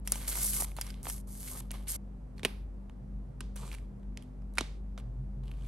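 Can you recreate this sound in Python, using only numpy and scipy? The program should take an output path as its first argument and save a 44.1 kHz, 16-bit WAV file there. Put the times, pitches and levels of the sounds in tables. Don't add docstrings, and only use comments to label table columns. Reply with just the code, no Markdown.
import sys
import numpy as np
from scipy import signal
from scipy.fft import rfft, irfft
from scipy.io import wavfile
from scipy.ndimage import uniform_filter1d

SR = 44100
rng = np.random.default_rng(int(sys.argv[2]) if len(sys.argv) > 2 else 0)


def volts_from_decibels(level):
    exponent = np.asarray(level, float) / 20
    return 10 ** exponent


def waveform_to_disk(signal):
    frames = np.transpose(np.atleast_2d(signal))
    scaled = np.clip(frames, -1, 1) * 32767
    samples = np.round(scaled).astype(np.int16)
    wavfile.write(sys.argv[1], SR, samples)


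N = 250047
TIME = np.arange(N) / SR
BINS_HZ = np.maximum(np.arange(N // 2 + 1) * SR / N, 1)


def rms_one(x):
    return x / np.sqrt(np.mean(x ** 2) + 1e-20)


def at_hz(points):
    hz, value = np.transpose(points)
    return np.interp(np.log(BINS_HZ), np.log(hz), value)


def colour(x, spectrum):
    return rms_one(irfft(rfft(x) * volts_from_decibels(at_hz(spectrum)), N))


def pair(mid, side, likeness):
    alike = np.clip(at_hz(likeness), 0, 1)
    m = rfft(mid, N) * np.sqrt(1 + alike)
    s = rfft(side, N) * np.sqrt(1 - alike)
    return irfft(np.array([m + s, m - s]), N) / np.sqrt(2)


def drift(rate_hz):
    r = np.exp(-2 * np.pi * rate_hz / SR)
    slow = signal.lfilter([1], [1, -2 * r, r * r], rng.standard_normal(N + SR))
    return rms_one(slow[SR:])


def resonate(x, modes, alternate=1):
    out = 0
    for k, (hz, width_hz, level_db) in enumerate(modes):
        r = np.exp(-np.pi * width_hz / SR)
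        b = (1 - r * r) / 2 * np.array([1, 0, -1])
        a = [1, -2 * r * np.cos(2 * np.pi * hz / SR), r * r]
        sign = (-1) ** (k * alternate)
        out = out + volts_from_decibels(level_db) * sign * signal.lfilter(b, a, x)
    return out


def under(strokes):
    flap_db, flap_follows = -63, 0.51
    sparkle_db, sparkle_grows = -61, 1.4
    attack_s = 0.0091
    out = np.zeros((4, N))
    for start_s, end_s, first_db, last_db, body_rel_db in strokes:
        span = slice(round(start_s * SR), round(end_s * SR))
        hiss_db = np.interp(TIME[span], [start_s, end_s], [first_db, last_db])
        body_db = hiss_db + body_rel_db
        flap = flap_db + flap_follows * (body_db + 60)
        sparkle = sparkle_db + sparkle_grows * (hiss_db + 50)
        out[:, span] = volts_from_decibels(np.array([hiss_db, body_db, flap, sparkle]))
    keep = np.exp(-1 / (attack_s * SR))
    rising = signal.lfilter([2 * (1 - keep)], [1, -keep], out)
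    return uniform_filter1d(np.minimum(out, rising), size=160)


# start_s, end_s, hiss_start_db, hiss_end_db, body_against_hiss_db
SLIDES = [(0.046, 0.12, -68.5, -55.5, -3.5), (0.12, 0.276, -55.5, -53.5, -3.5), (0.276, 0.34, -42, -43, -9),
          (0.34, 0.43, -43, -36.5, -13), (0.43, 0.53, -36, -39.5, -18), (0.53, 0.652, -38.5, -42.5, -14.5),
          (0.657, 0.762, -60, -74, -2.5), (0.767, 0.83, -58, -64.5, 3), (0.83, 0.912, -64.5, -59, 1),
          (0.914, 1.022, -72, -81.5, 6), (1.03, 1.089, -57.5, -46.5, -12.5),
          (1.089, 1.213, -44, -63.5, -14), (1.268, 1.472, -62, -50.5, -14),
          (1.472, 1.608, -51.5, -50.5, -8.5), (1.612, 1.7, -68.5, -83, -2), (1.73, 1.865, -60.5, -79, 3),
          (1.868, 1.879, -55.5, -60, 6.5), (1.879, 1.964, -41.5, -45.5, -15)]
# start_s, end_s, hiss_start_db, hiss_end_db, body_against_hiss_db
PEELS = [
    (2.36, 2.41, -81, -77, 5.5),
    (2.435, 2.444, -54.5, -64, 11.5),
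    (3.556, 3.66, -62.5, -66, 1.5),
    (3.66, 3.755, -64.5, -64.5, 0.5),
    (3.755, 3.87, -74, -94.5, 5),
    (4.55, 4.572, -69, -71.5, -2),
    (4.98, 5.01, -68, -79.5, 9.5),
    (5.43, 5.53, -84, -85, 9),
    (5.53, 5.67, -86, -76.5, 9.5),
]
# start_s, length_s, flap_gain_db
LURCHES = [
    (0.219, 0.04, 9),
    (0.37, 0.044, 5.5),
    (0.583, 0.037, 10),
    (1.066, 0.03, 7),
    (1.55, 0.05, 3),
    (1.744, 0.037, 10.5),
    (3.654, 0.088, 7),
]
# frequency_hz, level_db (per Hz)
FILM_COLOUR = [(2500, -41.5), (4500, -7), (6300, -2.5), (8000, -3), (10000, -3), (12600, 6.5),
               (13800, -25.5), (16000, -34)]
SPARKLE_COLOUR = [(12000, -36.5), (13000, -2.5), (14000, -2.5), (15000, 9), (16500, -3.5)]
GLUE_COLOUR = [(2500, -42), (4500, -9), (6300, -1.5), (8300, -1.5), (10000, -8), (12000, -4), (13500, -31),
               (16000, -39.5)]
SHEET_COLOUR = [(900, -32.5), (1500, 2), (1950, -2.5), (2200, 0), (2480, -1.5), (3200, 2), (4500, -2.5),
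                (7000, -26)]
FLAP_COLOUR = [(150, -14), (350, -3.5), (700, -6), (1200, -5.5), (2000, -51)]
# frequency_hz, likeness (0 to 1)
NEAR_LIKE = [(150, 0.92), (640, 0.33), (1400, 0.61), (3100, 0.65), (6000, 0.49), (8300, 1), (11000, 0.98),
             (16000, 0.97)]


def rubbing(grain_db=0.0, clump_db=-0.5, patch_db=1.5, ticks_per_s=140.0, tick_db=19.5, tick_spread_db=1.5):
    clumps = volts_from_decibels(clump_db * drift(110))
    grains = volts_from_decibels(grain_db * rng.exponential(1, (2, N)))
    catches = clumps * grains * rng.standard_normal((2, N))
    tick_level_db = tick_db + tick_spread_db * np.minimum(rng.exponential(1, N), 3)
    ticks = (rng.random(N) < ticks_per_s / SR) * volts_from_decibels(tick_level_db)
    both = pair(catches[0] + ticks, catches[1], NEAR_LIKE)

    film_hiss, film_body, film_flap, film_sparkle = under(SLIDES)
    glue_hiss, glue_body, glue_flap, _ = under(PEELS)
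    hiss = film_hiss * colour(both, FILM_COLOUR) + glue_hiss * colour(both, GLUE_COLOUR)
    sheet = volts_from_decibels(2.5 * drift(25)) * colour(both, SHEET_COLOUR)
    body = film_body * (sheet + resonate(sheet, [(2130, 130, 1.3)]))
    body += glue_body * (sheet + resonate(sheet, [(2400, 91, 3)]))
    gust_db = 3.5 * drift(20)
    for start_s, length_s, gain_db in LURCHES:
        gust_db = gust_db + gain_db * np.exp(-((TIME - start_s) / length_s) ** 2)
    flap = (film_flap + glue_flap) * volts_from_decibels(gust_db) * colour(both, FLAP_COLOUR)
    sparkle = film_sparkle * colour(both, SPARKLE_COLOUR)
    return volts_from_decibels(patch_db * drift(30)) * hiss + body + flap + sparkle


# start_s, crack_peak_db, body_rel_db, thud_rel_db, pitch_hz
CREASES = [(0.0741, -17.5, -11.5, -30.5, 5700), (0.1199, -4, -22.5, -33.5, 5200),
           (0.156, -27, -7, -17, 6100), (0.2458, -43.5, -5.5, -9, 2070), (0.3535, -34, -3, -22, 2140),
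           (0.3744, -29, -9, -16, 1200), (1.054, -42.5, -1, 1, 2170), (0.6, -24.5, -19, -18, 2180),
           (0.6213, -15, -24, -21, 2020), (0.6444, -29, -7, -21.5, 1190), (0.7161, -38.5, -12.5, -14, 2500),
           (0.7651, -25.5, -18, -20, 4250), (0.7853, -35, -6.5, 2.5, 1290),
           (0.8118, -13.5, -14.5, -34.5, 4920), (0.8657, -36, -6.5, -20, 5600),
           (0.9033, -47, 5.5, -19, 4920), (0.9414, -55.5, 7, 3, 3550), (1.0298, -28.5, -41, -36, 1270),
           (1.0677, -33, -5, -1.5, 1120), (1.0837, -26, -16, -15, 5960), (1.0984, -18, -14.5, -40, 5800),
           (1.6054, -42, -3, -6, 1210), (1.7071, -40.5, 4.5, -1.5, 2140), (1.714, -19.5, -21, -39, 2210)]
# start_s,
# crack_peak_db, body_rel_db, thud_rel_db, pitch_hz
POPS = [(2.3802, -45.5, -5, -13, 4270), (2.394, -49, 5, -9, 1920), (2.4316, -41, 8, 5.5, 2620),
        (2.4487, -14, -5.5, -10, 2470), (2.8963, -51, -2, 1.5, 1104), (3.4058, -34.5, 3.5, -6.5, 1046),
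        (3.5585, -31, -25.5, -18, 1450), (3.5624, -26.5, -20.5, -29, 1500), (3.5714, -37, -25, -26, 1790),
        (4.031, -58.5, -10, 10, 1133), (4.1728, -45, 8, 5.5, 2170), (4.2233, -40, -12, -28.5, 3000),
        (4.2339, -48, -15, -20, 3000), (4.4203, -57, -6, 0.5, 1275), (4.537, -43.5, -19, -25, 4000),
        (4.553, -40.5, -16.5, -21, 4000), (4.5731, -33.5, -5.5, -12.5, 1480),
        (4.5823, -21.5, 3.5, -5.5, 2270), (4.608, -36, 9, 8.5, 3650), (4.9768, -42.5, -1.5, 9.5, 1440)]
# start_s, crack_peak_db
THREADS = [(3.6234, -56), (3.715, -37), (3.7277, -34), (3.74, -36.5), (3.7474, -35.5), (3.784, -46.5),
           (5.437, -52.5), (5.456, -52.5), (5.4722, -54.5), (5.4794, -45.5), (5.4906, -56.5), (5.507, -55),
           (5.5143, -40.5), (5.5374, -53), (5.581, -57), (5.6098, -55.5), (5.6214, -49), (5.637, -57),
           (5.6513, -50)]


def all_snaps():
    threads = []
    for start_s, peak_db in THREADS:
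        pitch_hz = 2400 if start_s < 5.01 else 2900
        threads.append((start_s, peak_db, -6.5, -19, pitch_hz))
    out = []
    for rows, t60_s in ((CREASES, 0.015), (POPS, 0.015), (threads, 0.014)):
        for start_s, peak_db, body_db, thud_db, pitch_hz in rows:
            ring_s = t60_s * (1.5 + 0.0446 * (peak_db + 29.5))
            out.append((start_s, peak_db, body_db, thud_db, ring_s, pitch_hz))
    return out


# frequency_hz, width_hz, level_db
SHEET_MODES = [(2470, 2400, 0.17)]
BACKING_THUD_MODES = [(111.1, 79, 13), (237, 55, 19.5), (380.6, 112, 21), (650, 440, 13.5),
                      (1120, 890, 6.5)]
FILM_THUD_MODES = [(295, 170, 12), (576, 300, 15), (1000, 540, 10)]


def snaps(ragged_share, crack_db=0, body_db=14, thud_db=12, lead=5.46, run_up_s=0.0011, spread=0.14,
          crack_share=1.7, width_hz=500, main_db=8, top_hz=11000, dulling=0.6):
    events = all_snaps()
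    length = 3000
    age = np.arange(length) / SR - run_up_s
    run_up = np.clip(1 + age / run_up_s, 0, 1)
    ragged = ragged_share * rng.standard_normal((len(events), 2, length))
    crack, body, thud = np.zeros((3, 2, N + length))
    for (start_s, peak_db, body_rel_db, thud_rel_db, t60_s, pitch_hz), (a, b) in zip(events, ragged):
        fall = volts_from_decibels(-60 * np.maximum(age, 0) / np.clip(t60_s, .004, .1))
        burst = fall * run_up * np.array([a + spread * b, a - spread * b])
        burst[:, np.argmax(age >= 0)] = lead
        burst = volts_from_decibels(peak_db) * burst / lead
        edge_hz = np.clip(top_hz * volts_from_decibels(-dulling * body_rel_db), 6000, 20000)
        dull = signal.butter(2, edge_hz, fs=SR)
        body_modes = [(pitch_hz, width_hz, main_db)] + SHEET_MODES
        thud_modes = FILM_THUD_MODES if start_s < POPS[0][0] - .1 else BACKING_THUD_MODES
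        first = round(start_s * SR)
        span = slice(first, first + length)
        crack[:, span] += volts_from_decibels(crack_db) * signal.lfilter(*dull, burst * fall ** crack_share)
        body[:, span] += volts_from_decibels(body_rel_db + body_db) * resonate(burst, body_modes, alternate=0)
        thud[:, span] += volts_from_decibels(thud_rel_db + thud_db) * resonate(burst, thud_modes)
    body = signal.sosfilt(signal.butter(6, 12600.0, fs=SR, output="sos"), body)
    crack = signal.sosfilt(signal.butter(2, 4500.0, "high", fs=SR, output="sos"), crack)
    return (crack + body + thud)[:, :N]


# frequency_hz, likeness (0 to 1)
FAR_LIKE = [(60, 0.99), (130, 0.87), (290, 0.27), (640, .15), (1400, 0.089), (3100, 0.42), (6800, 0.53),
            (9600, 1), (11000, 1), (16000, 0.83)]
# frequency_hz, level_db
ROOM_COLOUR = [(200, -12.5), (1000, -8), (2500, -10.5), (5000, -6.5), (10000, -13), (16000, -11.5)]


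def room(x, gap_s=0.0022):
    t60_s, level_db, gate_s = 0.41, -8, 0.222
    build_up = 1 - np.exp(-TIME / gap_s)
    gate = np.clip((gate_s - TIME) / .04, 0, 1)
    tail = volts_from_decibels(-60 * TIME / t60_s) * build_up * gate
    echo = colour(pair(*rng.standard_normal((2, N)), FAR_LIKE), ROOM_COLOUR) * tail
    echo = echo[:, :SR // 2] / np.sqrt(np.sum(tail ** 2))
    mono = x.mean(axis=0, keepdims=True)
    return volts_from_decibels(level_db) * signal.fftconvolve(mono, echo, axes=1)[:, :N]


# start_s, beat_null_s, skipped_turns, rattle_db
TAKES = [
    (0, 0.326, 0.0, -53.5),
    (1.025, 1.497, -0.4, -54),
    (1.96, 2.242, -0.27, -58),
    (2.897, 3.325, -0.75, -49),
    (3.997, 4.271, -0.6, -54),
    (5.025, 5.124, -0.45, -43.5),
]
# time_s, level_db
DRONE = [(0.0, -44.5), (0.06, -40.5), (0.65, -40.5), (1.56, -46.5), (1.74, -40.5), (2.42, -47.5),
         (2.65, -41), (3.05, -47.5), (3.16, -37), (3.32, -49), (3.41, -42), (3.87, -41.5), (3.98, -48.5),
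         (4.09, -38.5), (4.26, -50.5), (4.37, -42.5), (5.61, -39), (5.67, -40)]
# frequency_hz, level_db
HUM = [(78, -65), (155, -65.5), (249, -64.5)]


def appliance(wander_hz=.3, flutter_db=3.0, rattle_swing_db=0.5):
    start_s, null_s, skipped, rattle_db = np.transpose(TAKES)
    take = np.maximum(np.searchsorted(start_s, TIME) - 1, 0)
    phase = 2 * np.pi * np.cumsum(48.74 + wander_hz * drift(2.7)) / SR
    skip = 2 * np.pi * skipped[take]
    drone = uniform_filter1d(np.cos(skip), size=2000) * np.sin(phase)
    drone += uniform_filter1d(np.sin(skip), size=2000) * np.cos(phase)
    out = volts_from_decibels(np.interp(TIME, *np.transpose(DRONE))) * drone
    mains = 2 * np.pi * 198.4 * TIME
    behind = 2 * np.pi * 2.27 * (TIME - null_s[take])
    out += volts_from_decibels(-57.5) * (np.sin(mains) - volts_from_decibels(-1.5) * np.sin(mains - behind))
    for hz, line_db in HUM:
        out = out + volts_from_decibels(line_db + flutter_db * drift(2.0)) * np.sin(2 * np.pi * hz * TIME)
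    rattle_mode = [(127.6, 17, 0)]   # Hz, width Hz, dB
    panel = rms_one(resonate(resonate(rng.standard_normal(N), rattle_mode), rattle_mode))
    panel_db = uniform_filter1d(rattle_db[take], size=900) - 4.0 + rattle_swing_db * drift(0.5)
    return np.sqrt(2) * out + volts_from_decibels(panel_db) * panel


# frequency_hz, level_db (per Hz)
RUMBLE_COLOUR = [(22, -40.5), (34, -14.5), (55, -6.5), (80, -13), (130, -13.5), (220, -20.5), (435, -26),
                 (800, -33.5), (1350, -43), (2300, -52), (4500, -66.5), (9000, -77.5), (12000, -106)]
HISS_COLOUR = [(2000, -5.5), (5000, -2), (9000, -10), (12000, -8.5), (14000, -11.5), (16000, -18)]


def air():
    rumble = pair(*rng.standard_normal((2, N)), FAR_LIKE)
    hiss = pair(*rng.standard_normal((2, N)), FAR_LIKE)
    return volts_from_decibels(-51.5) * colour(rumble, RUMBLE_COLOUR) + volts_from_decibels(-84.5) * colour(hiss, HISS_COLOUR)


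def scene():
    releases = snaps(ragged_share=0, width_hz=440, main_db=2.0)
    return rubbing() + snaps(ragged_share=0.89) + room(releases) + appliance() + air()


# frequency_hz, level_db
PORT = [(5000, 0.5), (8500, 6), (10700, 12.5), (12000, 1), (13200, -21.5), (15000, -7), (16000, -8.5),
        (16600, -31)]
# frequency_hz, left_lead (half turns)
PORT_LEAD = [(100, 0), (2400, -.15), (5400, -.2), (7750, -.4), (8600, 0), (10300, 1), (12000, 2),
             (13300, 3), (15000, 4), (17000, 5)]
# frequency_hz, balance_db
PORT_BALANCE = [(60, 1), (110, -3.5), (200, 2), (380, -1), (700, -1.5), (1290, -2.5), (2380, -3.5),
                (4400, -3), (8120, -1), (15000, 1)]


def microphone_ports(x):
    hz, lead = np.transpose(PORT_LEAD)
    turn = np.exp(.5j * np.pi * np.interp(BINS_HZ, hz, lead))
    half = volts_from_decibels(at_hz(PORT_BALANCE) / 2) * turn
    return irfft(rfft(x) * volts_from_decibels(at_hz(PORT)) * np.array([half, 1 / half]), N)


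# low_hz, high_hz, threshold_db
TREBLE_GATE = [(12900, 14300, -68), (14300, 17000, -79)]


def treble_gate(x):
    for low_hz, high_hz, keep_db in TREBLE_GATE:
        band = irfft(rfft(x) * ((BINS_HZ >= low_hz) & (BINS_HZ < high_hz)), N)
        power = uniform_filter1d(np.mean(band ** 2, axis=0), size=512)
        shut = uniform_filter1d((power < volts_from_decibels(2 * keep_db)) * 1., size=256)
        x = x - shut * band
    return x


def top_cut(x):
    return signal.sosfilt(signal.butter(12, 16740, fs=SR, output="sos"), x)


def record(dry):
    mix = treble_gate(microphone_ports(dry))
    return top_cut(mix)


dry = scene()
out = record(dry)
waveform_to_disk(out)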